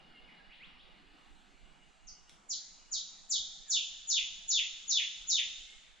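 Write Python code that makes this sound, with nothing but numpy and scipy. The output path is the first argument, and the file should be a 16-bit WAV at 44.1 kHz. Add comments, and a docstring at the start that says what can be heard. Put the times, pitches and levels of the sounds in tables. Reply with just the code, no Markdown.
"""A rainforest opens on soft hiss and rumble, with faint far birds and a thin, wavering tone.
From 2 s a scrub-bird sings nine sharp falling whistles that tend to grow longer, lower and louder;
trunks and leaves scatter each nearly pure sweep into a dense smear with a long tail.
The leaf litter ticks after the first and third notes, as the thin tone dies away.
A high sizzle builds under the song, and two last far calls follow it."""
import sys
import numpy as np
from scipy import signal
from scipy.fft import rfft, irfft
from scipy.io import wavfile
from scipy.ndimage import uniform_filter1d

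SR = 44100
rng = np.random.default_rng(int(sys.argv[2]) if len(sys.argv) > 2 else 0)


def digitize_waveform(pressure):
    """Quantize a signal to 16-bit integers and store it at the path in sys.argv[1].

    Rows of a 2-D input are taken as channels; values are limited to [-1, 1].
    """
    field = np.atleast_2d(pressure).T
    bounded = np.clip(field, -1, 1)
    quanta = np.round(bounded * 32767).astype(np.int16)
    wavfile.write(sys.argv[1], SR, quanta)


N = 264600  # 6 s

# The song: (plunge time [s], shelf length [s], top [Hz], knee [Hz], end [Hz], effort [dB])
SONG = [ (2.069, 0.01, 6620, 5330, 4230, -44.5), (2.493, 0.012, 7210, 4540, 2800, -30.5),
        (2.917, .015, 7180, 4370, 2970, -29), (3.301, 0.02, 7285, 4147, 2930, -25.5),
        (3.698, 0.03, 7170, 4010, 2165, -25), (4.091, 0.041, 7000, 3974, 1832, -24.5),
        (4.496, 0.044, 6955, 3945, 1696, -24.3), (4.893, 0.048, 6840, 3960, 1594, -24),
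        (5.290, 0.047, 6890, 4056, 1567, -24)]
def scrub_bird(left_db=0.8, right_db=1.14, turning=.5):
    """The bird stays on one perch but turns its head, so the echoes partly change from note to note."""
    out, perch = np.zeros((2, N)), perch_echoes()
    for plunge_s, *shape in SONG:
        paths = np.sqrt(1 - turning ** 2) * perch + turning * scatter()
        onset_s, note = whistle(*shape)
        add(out, plunge_s + onset_s, signal.fftconvolve(note[None], paths, axes=1))
    return out * amp([[left_db], [right_db]])


# How strongly the throat sounds at each pitch: (pitch [Hz], gain [dB])
THROAT = [(1600, -17), (1950, -11), (2300, -14.5), (2650, -6.5), (3050, -3), (3550, -2.8), (3950, -4.5),
          (4600, -5), (5400, -2), (6400, -.5), (6900, 2), (7400, -5.5)]
# Overtones before the richness envelope: (multiple of the pitch, level [dB])
OVERTONES = [(2, -36.5), (3, -46), (4, -45.5)]
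def whistle(shelf_s, top_hz, knee_hz, end_hz, effort_db, swell_db=16, fade_db=13, fade_s=.015):
    """A nearly pure tone swells on top, sweeps down, tapers. Gives (onset [s] from the plunge, sound)."""
    times, pitches = pitch_path(shelf_s, top_hz, knee_hz, end_hz)
    start, end = times[0], times[-1]
    t = np.arange(start, end, 1 / SR)
    hz = uniform_filter1d(np.interp(t, times, pitches), size=130, mode="nearest")
    hz *= 1 + .0055 * drift(250, len(t))  # slight waver
    phase = 2 * np.pi * np.cumsum(hz) / SR
    envelope_db = np.interp(t, [start, 0], [-swell_db, 0]) + np.interp(t, [end - fade_s, end], [0, -fade_db])
    level_db = effort_db + read(THROAT, hz) + envelope_db
    # longer notes are pushed harder: overtones gain 187 dB per second of shelf, 10 dB per octave of fall
    richness = amp(187 * (shelf_s - .051) + 10 * np.log2(knee_hz / hz))
    hoarse = .8 * drift(1400, len(t))
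    overtones = sum(amp(db) * np.sin(round(k) * phase + hoarse) for k, db in OVERTONES)
    tone = np.sin(phase) + richness * overtones
    gate = np.sin(np.pi / 2 * np.clip(np.minimum(t - start, end - t) / .005, 0, 1))  # 5 ms edges
    return start, np.sqrt(2) * amp(level_db) * gate * tone


def pitch_path(shelf_s, top_hz, knee_hz, end_hz, plunge_hz_per_s=120000, sag=.14, ease=1.9):
    """Pitch envelope: an arched hold, a plunge that flattens at the knee, a sagging shelf, a last drop."""
    hold_s = min(.023, .7 * shelf_s)
    knee_s = (top_hz - knee_hz) / plunge_hz_per_s
    drop_s = .86 * shelf_s
    along = np.linspace(0, 1, 8)
    shelf_hz = knee_hz * (1 - sag * (1 - np.exp(-ease * along)) / (1 - np.exp(-ease)))
    hold = [(-hold_s, .962 * top_hz), (-hold_s / 2, top_hz), (0, .9708 * top_hz)]
    bend = (.68 * knee_s, knee_hz + .18 * (top_hz - knee_hz))
    shelf = zip(knee_s + along * shelf_s, shelf_hz)
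    return np.transpose([*hold, bend, *shelf, (knee_s + shelf_s + drop_s, end_hz)])


# Early reflections off the nearest trunks: (delay [s], level [dB], right-side lag [samples])
TRUNKS = [(.001, -20.5, 1), (.0053, -21, 0), (.019, -16, -1), (.0225, -16, 1), (.032, -23.5, 0)]
def perch_echoes():
    """Impulse response from the perch: a few clear trunk reflections in the scatter."""
    paths = amp(-2) * scatter()
    for delay, db, lag in TRUNKS:
        at = round(delay * SR)
        paths[[0, 1], [at, at + round(lag)]] += amp(db)
    return paths


# Envelope of the forest reverb: (delay [s], relative level [dB])
ECHO_DECAY = [(0, -4), (.007, 2.5), (.03, -1), (.06, -4), (.1, -12), (.18, -18.5), (.3, -26), (.5, -37.5),
              (.8, -52), (1.2, -73.5)]
# Stereo image at the start of the reverb: (frequency [Hz], left-right likeness [-1..1])
ECHO_LIKENESS = [(1500, .6), (2500, 0.46), (3600, .85), (4600, 0.88), (5800, -0.1), (7000, 0.19)]
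def scatter(diffuse_s=1.0, treble_loss_db=6):
    """Countless echoes off leaves and stems; late ones come from all sides and have lost treble."""
    t = np.arange(SR) / SR
    echoes = rng.standard_normal((2, SR)) * amp(np.interp(t, *np.transpose(ECHO_DECAY)))
    hz, delay, (mid, side) = signal.stft(echoes, SR, nperseg=256)
    likeness = np.clip(read(ECHO_LIKENESS, hz), -1, 1)[:, None] * np.exp(-delay / diffuse_s)
    stereo = np.sqrt(1 + likeness) * mid + np.sqrt(1 - likeness) * np.array([side, -side])
    octaves = np.log2(np.maximum(hz, 2500) / 5000)[:, None]
    darkening = amp(-treble_loss_db * delay * octaves)
    tail = signal.istft(stereo * darkening, SR, nperseg=256)[1][:, :SR]
    return tail / np.sqrt(np.sum(tail ** 2) / 2)


# Distant calls: (start [s], end [s], from [Hz], to [Hz], level [dB], direct-path gain [dB])
FAR_CALLS = [(.11, 0.197, 2150, 2095, -73, 1), (.14, 0.204, 2820, 2750, -70, 3),
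             (0.272, 0.304, 2730, 1614, -58, -9), (0.368, 0.421, 1750, 1570, -66.5, -3),
             (0.471, 0.553, 1700, 4690, -58.5, -10), (0.585, 0.665, 1750, 4450, -58, -0.5),
             (0.779, 0.821, 2800, 4320, -62, -3), (3.64, 3.717, 1950, 1455, -70.5, -1.5),
             (5.65, 5.722, 2120, 2189, -65.5, -6), (5.738, 5.807, 2200, 1740, -75, -2.5)]
def far_birds(once_db=-2, twice_db=-5):
    """Faint slurs from deeper in the forest, much of their sound scattered once or twice on the way."""
    send, direct = np.zeros((2, N))
    for start, end, from_hz, to_hz, db, direct_db in FAR_CALLS:
        along = np.linspace(0, 1, round((end - start) * SR))
        hz = from_hz * (to_hz / from_hz) ** (along ** 1.5)
        envelope = np.sin(np.pi * along ** 1.4)
        call = amp(db) * unit(np.sin(2 * np.pi * np.cumsum(hz) / SR) * envelope)
        add(send, start, call)
        add(direct, start, amp(direct_db) * call)
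    once = signal.oaconvolve(send[None], scatter(), axes=1)[:, :N]
    twice = signal.oaconvolve(once, scatter(), axes=1)[:, :N]
    return direct + amp(once_db) * once + amp(twice_db) * twice


# Held phrases of the thin tone: (start [s], end [s], level [dB])
THIN_PHRASES = [(0, .42, -65), (.5, .9, -68), (1.08, 1.256, -72.5), (1.64, 1.854, -73.5),
                (1.996, 2.28, -76), (2.76, 2.88, -75), (3.02, 3.1, -76.5)]
def thin_tone(pitch_hz=2875, wander_hz=18, flutter_hz=32, rise_db_per_s=300, fade_db_per_s=51):
    """A far, steady note in a few phrases, blurred by the forest into a fluttering line."""
    t = np.arange(N) / SR
    phase = 2 * np.pi * np.cumsum(pitch_hz + wander_hz * drift(4, N)) / SR
    cos, sin = np.cos(phase), np.sin(phase)
    centre, left, right = (drift(flutter_hz, N) * cos + drift(flutter_hz, N) * sin for _ in range(3))
    phrases_db = [db - rise_db_per_s * np.maximum(start - t, 0) - fade_db_per_s * np.maximum(t - end, 0)
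                  for start, end, db in THIN_PHRASES]
    return amp(np.max(phrases_db, axis=0)) * unit(centre + .33 * np.array([left, right]))


# Tick cues: (time [s], level [dB], reverb send [dB])
TICKS = [(2.295, -49.5, 3), (3.177, -60, -8)]
# Tone of a snap: (frequency [Hz], relative level [dB])
TICK_EQ = [(300, -7), (1500, -6.5), (4000, -2.5), (8000, -5), (11000, -23.5), (14000, -34)]
def litter_ticks(decay_s=.0018):
    """Tiny snaps of dry litter: short noise bursts that echo through the trees."""
    out, t = np.zeros((2, N)), np.arange(1024) / SR
    colour = amp(read(TICK_EQ, np.fft.rfftfreq(len(t), 1 / SR)))
    for time_s, db, send_db in TICKS:
        noise = unit(irfft(rfft(rng.standard_normal(len(t))) * colour))
        snap = amp(db) * noise * np.exp(-t / decay_s)
        add(out, time_s, snap)
        add(out, time_s, amp(send_db) * signal.fftconvolve(snap[None], scatter(), axes=1))
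    return out


# Noise colours of the ambience, low to high: (frequency [Hz], relative level [dB])
RUMBLE_EQ = [(10, -4), (20, 0), (33, 4), (50, -14.5), (70, -46), (100, -53), (160, -60), (300, -90)]
SWELL_EQ = [(100, -34), (150, 1), (220, 1), (310, 3.5), (420, -6.5), (700, -32.5)]
WASH_EQ = [(65, -47), (110, -27), (130, -11.5), (154, 0.5), (301, -7), (427, -10), (579, -9.5), (766, -1.5),
           (1050, -7.5), (1310, -5.5), (1600, -13), (1800, -18), (2340, -41), (3960, -120)]
RUSTLE_EQ = [(900, -29), (1500, 1.5), (2500, 2), (3600, -0.5), (4500, -4), (5500, -15.5), (7000, -25.5),
             (10000, -25.5), (12000, -43), (14000, -51.5)]
SIZZLE_EQ = [(4000, -22), (5500, -3.5), (7000, 3), (8200, 0), (9000, -12.5), (11000, -16), (12000, -31.5)]
# Soft low swells far off: (peak time [s], half length [s], level [dB])
SWELLS = [(0.11, 0.24, -73), (1.283, 0.31, -70)]
# Fader moves for the leaf rustle and the sizzle: (time [s], level [dB])
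RUSTLE_FADER = [(0, -66.5), (.8, -65.5), (1.3, -68), (2.4, -72), (4, -69.5), (6, -67)]
SIZZLE_FADER = [(0, -88), (.8, -89.5), (1.3, -78.5), (4, -74.5), (5.7, -68.5), (6, -79)]
def forest_air(lumps_hz=14, flicker_hz=6, settle_s=3.22):
    """Lumpy rumble, a flickering wash that settles, two low swells, leaf rustle and a high sizzle."""
    t = np.arange(N) / SR
    rumble_db = -65.5 + 2 * drift(lumps_hz, N)
    wash_db = -74 + 9 * np.exp(-t / settle_s) + 1.3 * drift(flicker_hz, N)
    swells = [(SWELL_EQ, db - 20 * np.log10(1 + ((t - peak) / half_s) ** 2)) for peak, half_s, db in SWELLS]
    return noise_bed([(RUMBLE_EQ, rumble_db), (WASH_EQ, wash_db), *swells,
                      (RUSTLE_EQ, curve(RUSTLE_FADER)), (SIZZLE_EQ, curve(SIZZLE_FADER))])


# Stereo image of the bed: (frequency [Hz], left-right likeness [ratio, capped at 0.95 in use])
BED_LIKENESS = [(60, -0.14), (120, 0.45), (240, 0.93), (480, 0.5), (960, -0.16), (1930, 0.55), (3870, 1.26),
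                (7740, 0.3)]
# Balance of the bed: (frequency [Hz], left minus right [dB])
BED_PAN = [(60, -9.5), (100, 6), (180, -1), (300, 0), (520, 0), (890, -1.5), (1530, -1.0), (2630, -1.0),
           (4510, 0.0), (7740, 0)]
def noise_bed(layers, patchy_db=2):
    """Stereo noise from layers of (EQ, level [dB] at every sample), with drifting louder patches."""
    hz, t, (left, spare) = signal.stft(rng.standard_normal((2, N)), SR, nperseg=2048)
    frames = np.minimum(np.round(t * SR).astype(int), N - 1)
    power = sum(np.outer(unit(amp(read(eq, hz))), amp(db[frames])) ** 2 for eq, db in layers)
    patches = uniform_filter1d(rng.standard_normal(left.shape), size=12, axis=0)  # blur in frequency
    patches = unit(uniform_filter1d(patches, size=4, axis=1))  # and in time
    likeness = np.clip(read(BED_LIKENESS, hz), -.95, .95)[:, None]
    right = likeness * left + np.sqrt(1 - likeness ** 2) * spare
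    pan = amp(np.outer([1, -1], read(BED_PAN, hz)) / 2)[:, :, None]
    bed = np.array([left, right]) * pan * np.sqrt(power) * amp(patchy_db * patches)
    return signal.istft(bed, SR, nperseg=2048)[1][:, :N]


def amp(db):
    """Decibels to gain."""
    return 10 ** (np.asarray(db) / 20)


def unit(x):
    """Scales to rms 1."""
    return x / np.sqrt(np.mean(x ** 2) + 1e-20)


def read(points, hz):
    """Reads a spectrum on a log-frequency axis."""
    f, value = np.transpose(points)
    return np.interp(np.log(hz + 1), np.log(f + 1), value)


def curve(rows):
    """A time table read at every sample."""
    return np.interp(np.arange(N) / SR, *np.transpose(rows))


def add(mix, time_s, sound):
    """Mixes a sound in at the given time."""
    part = mix[..., max(round(time_s * SR), 0):][..., :sound.shape[-1]]
    part += sound[..., :part.shape[-1]]


def drift(rate_hz, size):
    """Smooth random modulation of rms about 1, moving up to the given rate."""
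    at = np.arange(size) * 2.5 * rate_hz / SR
    knots = rng.standard_normal(4096)
    return 1.2 * np.interp(at, np.arange(len(knots)), knots)


def scene():
    """The singer over the quiet forest."""
    return scrub_bird() + far_birds() + thin_tone() + litter_ticks() + forest_air()


# High cut on the whole mix: (frequency [Hz], gain [dB])
TREBLE_ROLLOFF = [(0, 0), (10600, 0), (11800, -8), (14000, -8), (15000, -20)]
def record(dry):
    """The highs are dulled above 11 kHz, then a steep low-pass cuts at 14.3 kHz."""
    dulled = irfft(rfft(dry) * amp(read(TREBLE_ROLLOFF, np.fft.rfftfreq(N, 1 / SR))), N)
    low_pass = signal.firwin(511, 14300, window=("kaiser", 9), fs=SR)
    return signal.oaconvolve(dulled, low_pass[None], "same")


dry = scene()
out = record(dry)
digitize_waveform(out)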